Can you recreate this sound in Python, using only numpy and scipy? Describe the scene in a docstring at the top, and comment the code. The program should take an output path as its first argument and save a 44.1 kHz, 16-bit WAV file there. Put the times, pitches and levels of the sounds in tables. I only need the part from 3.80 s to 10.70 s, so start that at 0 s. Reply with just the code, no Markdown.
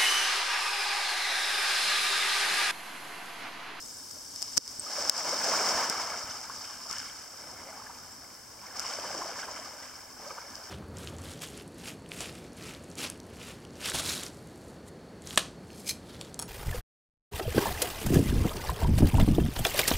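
"""A shingle beach, a few steps from a hand-held camera. Small waves fold over and wash up.
Each gathers, traps big bubbles, splashes small ones and leaves fizzing foam and a backwash of pebbles.
Wet stones fizz; the sea rumbles low behind. Sharp ticks and dull bumps sound at the camera.
Its microphone ports ring near 5 kHz; the loudest ticks duck its gain control."""
import sys
import numpy as np
from scipy import signal
from scipy.fft import rfft, irfft, next_fast_len
from scipy.io import wavfile
from scipy.ndimage import map_coordinates

SR = 44100
rng = np.random.default_rng(int(sys.argv[2]) if len(sys.argv) > 2 else 0)


def persist_wave(psi):
    """Save psi, clipped to +-1, as 16-bit WAV."""
    counts = np.round(np.clip(psi, -1, 1) * 32767).astype(np.int16)
    wavfile.write(sys.argv[1], SR, np.atleast_2d(counts).T)


N = 304290

# Waves folding over: start_s, rise_s, decay_s, plunge_db, wash_db, foam_db
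BREAKERS = [(.49, 0.13, 5.9, -66, -59, -44.5), (1.0, 0.21, 3.8, -42.5, -37.5, -35.5),
            (1.35, 0.12, 1.2, -40, -40.5, -38), (1.44, 0.42, 2, -32.5, -31, -30.5),
            (2.66, .12, 6.1, -61, -52, -48.5), (3.072, 0.025, 1.16, -65, -48, -44),
            (3.45, 0.37, 2.4, -49.5, -48.5, -63), (4.78, 0.14, 2.9, -55, -46, -51),
            (4.92, 0.17, 3.6, -45.5, -44, -41), (5.06, 0.32, 1.2, -40, -41.5, -43.5),
            (5.55, 0.025, 2.54, -45, -44, -45.5), (6.36, 0.1, 1.8, -46, -46.5, -48),
            (6.66, 0.12, 3.0, -55, -51.5, -52)]
# Large bubbles under the crest: freq_hz, density_db
PLUNGE_SPECTRUM = [(50, -44), (130, -14.5), (260, -4.5), (400, -4), (600, 3), (900, -5.5), (2000, -19),
                   (5000, -62)]
# Small bubbles in the wash: freq_hz, density_db
WASH_SPECTRUM = [(40, -38), (200, -19.5), (450, -8), (700, -1), (1000, 1), (1500, -4), (2200, -8),
                 (3200, -18.5), (5000, -34.5), (15000, -42)]
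# Foam and pebbles: freq_hz, density_db
FOAM_SPECTRUM = [(500, -47), (2000, 1), (4000, -3), (6000, 3), (9000, -2), (12000, -5.5), (16000, 0.5)]
# Water tossed against stones: start_s, level_db, t60_s
SPLASH_EVENTS = [(2.47, -51.5, 0.43), (2.839, -55.5, 1.9), (3.11, -51, 1.4), (4.995, -51, 2.9),
                 (5.585, -52, 0.36), (5.759, -56.5, 0.79), (6.02, -57, 0.96), (6.75, -68, 2.0)]
# Falling drops: freq_hz, density_db
DROP_SPECTRUM = [(700, -32), (1300, 7), (2200, -0.5), (3100, -2.5), (4200, -25), (8000, -3.5), (14000, -23)]
# Single slaps of water: start_s, level_db, pitch_hz
PLOP_EVENTS = [(1.977, -25, 850), (2.698, -27, 1080), (3.1, -30, 1220), (3.135, -29.5, 1360),
               (4.098, -33.5, 916), (5.05, -27.5, 1028), (5.419, -23.5, 1000), (5.589, -33, 1570),
               (5.631, -28, 1480), (5.685, -29, 1000), (6.507, -32, 1200), (6.58, -29.5, 1170)]
# Fizz of wet shingle: freq_hz, density_db
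FIZZ_SPECTRUM = [(2500, -14), (5000, -10.5), (7000, -4), (10000, -1), (12000, -2), (15500, -8)]
# Lone bubbles: start_s, level_db, pitch_hz
PING_EVENTS = [(0.206, -49, 243), (.365, -47, 566), (0.9954, -31.5, 8200), (1.065, -39, 1230),
               (1.181, -30, 543), (2.5096, -45, 6050), (4.319, -51, 7450), (5.238, -35, 910),
               (6.575, -40, 903)]
# Ticks near the microphone, plus one close clatter of pebbles at 2.1 s: start_s, level_db, pan_left_db
TICK_EVENTS = [(0.3111, -25, 0), (.5605, -23, 6), (0.6202, -19.5, 10), (.626, -12.5, 2),
               (0.7695, -18.5, 17), (0.7741, -12.5, 17), (0.7783, -0.5, -11), (0.878, -20.5, -1),
               (1.2966, -1, 6), (1.379, -21, 7), (2.0986, -9.5, -1), (3.112, -21, 10), (3.128, -20, 3),
               (3.184, -21.5, 0), (4.9956, -16, 4), (5.002, -18, -5), (6.755, -25, 0)]
# Tone of a tick: freq_hz, gain_db
TICK_RESPONSE = [(100, -9), (1000, 5.5), (3000, -6), (5000, 1.5), (8000, 4.5), (11000, 3), (15000, 0)]
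# Bumps on the camera body: start_s, level_db
BUMP_EVENTS = [(.07, -43), (0.7744, -23), (0.78, -18), (0.99, -35), (1.95, -30), (2.099, -33), (2.439, -33),
               (3.111, -36)]
# Thud of the body: freq_hz, density_db
BUMP_SPECTRUM = [(20, -20), (70, 6), (250, 8), (600, -3.5), (1500, -49), (4000, -58)]
# Open-water rumble: freq_hz, density_db
SEA_SPECTRUM = [(20, -14), (45, -5), (72, 4), (110, 2.5), (170, -4), (260, 4), (380, -9), (700, -14.5),
                (1500, -11.5), (4000, -29)]
# Surf far along the bay: freq_hz, density_db
FAR_SURF_SPECTRUM = [(80, -21), (220, -2.5), (430, 2), (900, -0.5), (1500, -8), (2500, -15), (5000, -35)]
# Microphone port resonances: centre_hz, width_hz, gain_db
PORT_PEAKS = [(1147, 700, 1.5), (1660, 600, 4.5), (2223, 470, 4), (3080, 540, 9.5), (3670, 160, 10.5),
              (4556, 204, 18), (5243, 686, 24.5), (5750, 2040, 15.5), (7810, 1600, 10.5)]
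# Cancellations between the resonances: centre_hz, width_hz, gain_db
PORT_NULLS = [(1882, 82, -8), (4780, 75, -5.5)]
# Camera self-noise: freq_hz, density_db
HISS_SPECTRUM = [(1000, 9), (4000, -25), (7000, 6), (15000, 4.5)]

PORT_LAG_S, WAVE_LEAD_S = 4.9e-5, 1.5e-5  # port-to-port travel; lead of the waves at the left port


def waves(plunge_db, wash_db, foam_db):
    """The crest traps large bubbles, the wash small ones; foam and rolling pebbles crackle on top."""
    slosh = wobble(28)  # spills lift all layers together
    distinct = amp(-.35 * np.maximum(wash_db + 43.5, 0))  # a full breaker merges bubbles into a rush
    gulps = grains(PLUNGE_SPECTRUM, 163, 911, q=15, spread_db=2, glide=.02, count=600, samples=1200)
    plunge = mingle(rush(PLUNGE_SPECTRUM), gulps, distinct * amp(1.5))
    plunge *= amp(plunge_db - 4 + 0.25 * slosh)
    bubbles = grains(WASH_SPECTRUM, 481.3, 2406, q=18.6, spread_db=2, glide=.011, count=1700, samples=760)
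    wash = mingle(rush(WASH_SPECTRUM), bubbles, distinct)
    wash *= amp(wash_db - 6 + 0.9 * slosh + 0.76 * wobble(70))
    pebbles = grains(FOAM_SPECTRUM, 3660, 12100, q=5.9, spread_db=2.5, glide=0, count=11000, samples=64)
    foam = mingle(rush(FOAM_SPECTRUM), pebbles, distinct * amp(-2.5))
    foam *= amp(foam_db - 13 + 1.3 * slosh + 1.18 * wobble(90))
    return plunge + wash + panned(foam, left_db=0.5)


def surge_db(crests_db, hold, haste, calm_db, rise_power=0.7):
    """Each wave gathers, holds for a share of its rise time and dies away to calm water."""
    t = np.arange(0, N / SR, .002)
    power = np.zeros(len(t))
    for (start_s, rise_s, decay_s, *_), crest_db in zip(BREAKERS, crests_db):
        gathered = np.clip((t - start_s) / rise_s, 0, 1) ** rise_power
        spent_s = np.maximum(t - start_s - rise_s * (1 + hold), 0)
        power += (gathered * amp(crest_db - 60 * haste * spent_s / decay_s)) ** 2
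    return 10 * np.log10(np.interp(np.arange(N) / SR, t, power) + amp(calm_db) ** 2)


def wave_levels_db(backwash_db=-10.5, backwash_s=0.75):
    """The plunge ends first, the wash runs on, the foam trails into pebbles rolling back."""
    *_, plunges, washes, foams = np.transpose(BREAKERS)
    ripples_db = -61.5 + np.arange(N) / SR  # lapping grows 1 dB/s
    plunge_db = surge_db(plunges, hold=0.091, haste=1.18, calm_db=ripples_db - 6.5)
    wash_db = surge_db(washes, hold=0.4, haste=0.86, calm_db=ripples_db)
    foam_db = surge_db(foams, hold=0.13, haste=1.05, calm_db=-59.5)
    backwash_power = smooth(amp(foam_db + backwash_db) ** 2, backwash_s)
    return plunge_db, wash_db, 10 * np.log10(amp(foam_db) ** 2 + backwash_power)


def splashes(attack_s=0.0011):
    """Tossed water falls back as a dying shower of small drops."""
    level, t = np.zeros(N + SR), np.arange(SR) / SR
    for start_s, level_db, t60_s in SPLASH_EVENTS:
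        add_at(level, start_s, amp(level_db - 60 * t / t60_s) * (1 - np.exp(-t / attack_s)))
    drops = grains(DROP_SPECTRUM, 1150, 3400, q=11, spread_db=2.6, glide=.0055, count=3000, samples=180)
    return level[:N] * mingle(rush(DROP_SPECTRUM), drops, 1)


def plops(t60_s=0.03, spacing_s=0.003):
    """A slap of water traps five bubbles, the first the strongest."""
    out, t = np.zeros(N + SR), np.arange(SR // 20) / SR
    for start_s, level_db, pitch_hz in PLOP_EVENTS:
        for k, (late, detune) in enumerate(rng.random((5, 2))):
            scatter = min(k, 1)
            hz = pitch_hz * 2 ** ((detune - .5) * scatter)
            ring = np.sin(2 * np.pi * hz * t * (1 + 3 * t)) * amp(-60 * t / t60_s)
            add_at(out, start_s + spacing_s * (k + late * scatter), amp(level_db - 6.5 - 6 * k) * ring)
    return out[:N]


def wet_shingle(foam_db, wet_db=-53.5, drying_db_per_s=2.5, soak_db=-20, trickle_db=-66):
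    """Water films burst between stones, near left; the stones dry until foam soaks them again."""
    bursts = grains(FIZZ_SPECTRUM, 3640, 15800, q=34, spread_db=-1, glide=0, count=6000, samples=80)
    fizz = mingle(rush(FIZZ_SPECTRUM, coherence=0.89), bursts, amp(-2.5))
    drying_db = wet_db - drying_db_per_s * np.arange(N) / SR
    level = np.sqrt(amp(drying_db) ** 2 + amp(foam_db + soak_db) ** 2 + amp(trickle_db) ** 2)
    return panned(fizz, left_db=2) * level


def pings():
    """Lone bubbles ring and glide up as they surface; large ones ring longer."""
    out, t = np.zeros(N + SR), np.arange(SR // 10) / SR
    for start_s, level_db, pitch_hz in PING_EVENTS:
        t60_s = 0.023 * (8200 / pitch_hz) ** 0.49
        envelope = amp(level_db - 60 * t / t60_s) * (1 - np.exp(-t * pitch_hz))
        add_at(out, start_s, envelope * np.sin(2 * np.pi * (pitch_hz + 1500 * t) * t))
    return out[:N]


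def ticks(snap_t60_s=0.011, scrape_t60_s=0.036):
    """Each hard contact is one snap with a brief scrape behind it."""
    out, t = np.zeros((2, N + SR)), np.arange(SR // 30) / SR
    envelope = 0.12 * amp(-60 * t / snap_t60_s) + 0.012 * amp(-60 * t / scrape_t60_s)
    for start_s, level_db, left_db in TICK_EVENTS:
        snap = rng.standard_normal((2, len(t))) * envelope
        snap[:, :2] += [.6, .4]  # contact impulse
        add_at(out, start_s, amp(level_db - 5.5) * panned(snap, left_db))
    return filtered(out[:, :N], lambda hz: colour(TICK_RESPONSE, hz))


def bumps(attack_s=0.00056, t60_s=0.032):
    """Short, low thuds through the camera body."""
    force, t = np.zeros(N + SR), np.arange(SR // 8) / SR
    for start_s, level_db in BUMP_EVENTS:
        add_at(force, start_s, amp(level_db - 4.5 - 60 * t / t60_s) * (1 - np.exp(-t / attack_s)))
    return force[:N] * rush(BUMP_SPECTRUM, coherence=0.13)


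def sea():
    """Open water rumbles; distant surf arrives from all around the bay."""
    rumble = amp(-60 + 1.07 * wobble(8.1) + 1.3 * wobble(22)) * rush(SEA_SPECTRUM, coherence=0.91)
    far_surf = amp(-61 + 0.54 * wobble(3.54)) * rush(FAR_SURF_SPECTRUM, coherence=0.05)
    return rumble + far_surf


def grains(spectrum, low_hz, high_hz, q, spread_db, glide, count, samples):
    """Bubbles or contacts: damped sines at random times, each from its own direction."""
    when, pitch, strength, life = rng.random((count, 4)).T[..., None]
    lag_s = PORT_LAG_S * rng.uniform(-1, 1, (count, 1))
    hz = low_hz * (high_hz / low_hz) ** pitch
    decay_per_cycle = np.float32(np.pi / (q * (.5 + life)))
    rarity = -np.log(strength + .015)  # long-tailed level spread
    gain = amp(spread_db * rarity) * colour(spectrum, hz) * hz
    index = (when * N).astype(int) + np.arange(samples)
    pair = []
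    for side in (-.5, .5):
        t = np.arange(-2, samples - 2) / SR + side * lag_s
        cycles = np.maximum(np.float32(hz * t), 0)
        age = decay_per_cycle * cycles
        envelope = np.exp(-age) * np.minimum(2 * cycles, 1)
        ring = envelope * np.sin(2 * np.pi * cycles * (1 + glide * age))
        pair.append(np.bincount(index.ravel(), (gain * ring).ravel(), N)[:N])
    return unit(np.array(pair))


def rush(spectrum, coherence=1):
    """Diffuse stereo noise: the ports agree less as pitch rises."""
    def shape(hz):
        likeness = coherence * np.sinc(2 * hz * PORT_LAG_S)
        return colour(spectrum, hz) * np.sqrt([1 + likeness, 1 - likeness])
    mid, side = filtered(rng.standard_normal((2, N)), shape)
    return unit(np.array([mid + side, mid - side]))


def mingle(bed, detail, share):
    """Grains on a noise bed, at constant power."""
    return (bed + share * detail) / np.sqrt(1 + share ** 2)


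def from_left(x):
    """Sound from the left reaches that port first."""
    return filtered(x, lambda hz: np.exp(1j * np.pi * hz * WAVE_LEAD_S * np.array([[1], [-1]])))


def panned(x, left_db):
    """Left over right by left_db."""
    return x * amp(np.array([[.5], [-.5]]) * left_db)


def amp(db):
    """Decibels to gain."""
    return 10 ** (np.asarray(db) / 20)


def unit(x):
    """Scale to rms 1."""
    return x / np.sqrt(np.mean(x ** 2) + 1e-20)


def colour(points, hz):
    """Gain from (freq_hz, db) points on a log axis."""
    freq_hz, db = np.transpose(points)
    return amp(np.interp(np.log(hz + 1), np.log(freq_hz + 1), db))


def wobble(knots_per_s):
    """Smooth random curve."""
    return map_coordinates(rng.standard_normal(2048), [np.arange(N) * knots_per_s / SR], mode="wrap")


def filtered(x, response):
    """Apply a frequency response."""
    size = next_fast_len(N + SR // 4)
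    return irfft(rfft(x, size) * response(np.fft.rfftfreq(size, 1 / SR)), size)[..., :N]


def smooth(x, tau_s):
    """One-pole lag."""
    pole = np.exp(-1 / (tau_s * SR))
    return signal.lfilter([1 - pole], [1, -pole], x)


def add_at(out, start_s, x):
    """Mix x in at start_s."""
    out[..., round(start_s * SR):][..., :x.shape[-1]] += x


def scene():
    """Everything that reaches the camera."""
    plunge_db, wash_db, foam_db = wave_levels_db()
    water = from_left(waves(plunge_db, wash_db, foam_db) + splashes() + plops())
    return water + wet_shingle(foam_db) + pings() + ticks() + bumps() + sea()


def ports(hz):
    """Minimum-phase response of the cavities in front of the microphones."""
    def bell(centre_hz, width_hz):
        return (1 + 2 * ((hz - centre_hz) / width_hz) ** 2) ** -3.0
    power = 1 + sum(amp(db) ** 2 * bell(centre, width) for centre, width, db in PORT_PEAKS)
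    nulls_db = sum(db * bell(centre, width * 2) for centre, width, db in PORT_NULLS)
    cepstrum = irfft(np.log(np.sqrt(power) * amp(nulls_db)))
    half = len(cepstrum) // 2
    cepstrum[1:half] *= 2
    cepstrum[half + 1:] = 0
    return np.exp(rfft(cepstrum))


def gain_control(x, threshold_db, recovery_db_per_s, attack_s):
    """A peak pulls the gain down; it climbs back at a steady rate."""
    peak_db = 20 * np.log10(np.abs(x).max(axis=0) + 1e-9)
    over_db = np.maximum(peak_db - threshold_db, 0)
    climb_db = recovery_db_per_s * np.arange(N) / SR
    duck_db = np.maximum.accumulate(over_db + climb_db) - climb_db
    return x * amp(-smooth(duck_db, attack_s))


def record(dry):
    """Ringing ports, hiss, gain control, band limit."""
    heard = filtered(dry, ports) + amp(-57.5) * rush(HISS_SPECTRUM, coherence=0)
    ducked = gain_control(heard, threshold_db=-7, recovery_db_per_s=90, attack_s=0.00034)
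    return filtered(ducked, lambda hz: hz < 15850)


dry = scene()
out = record(dry)
persist_wave(out)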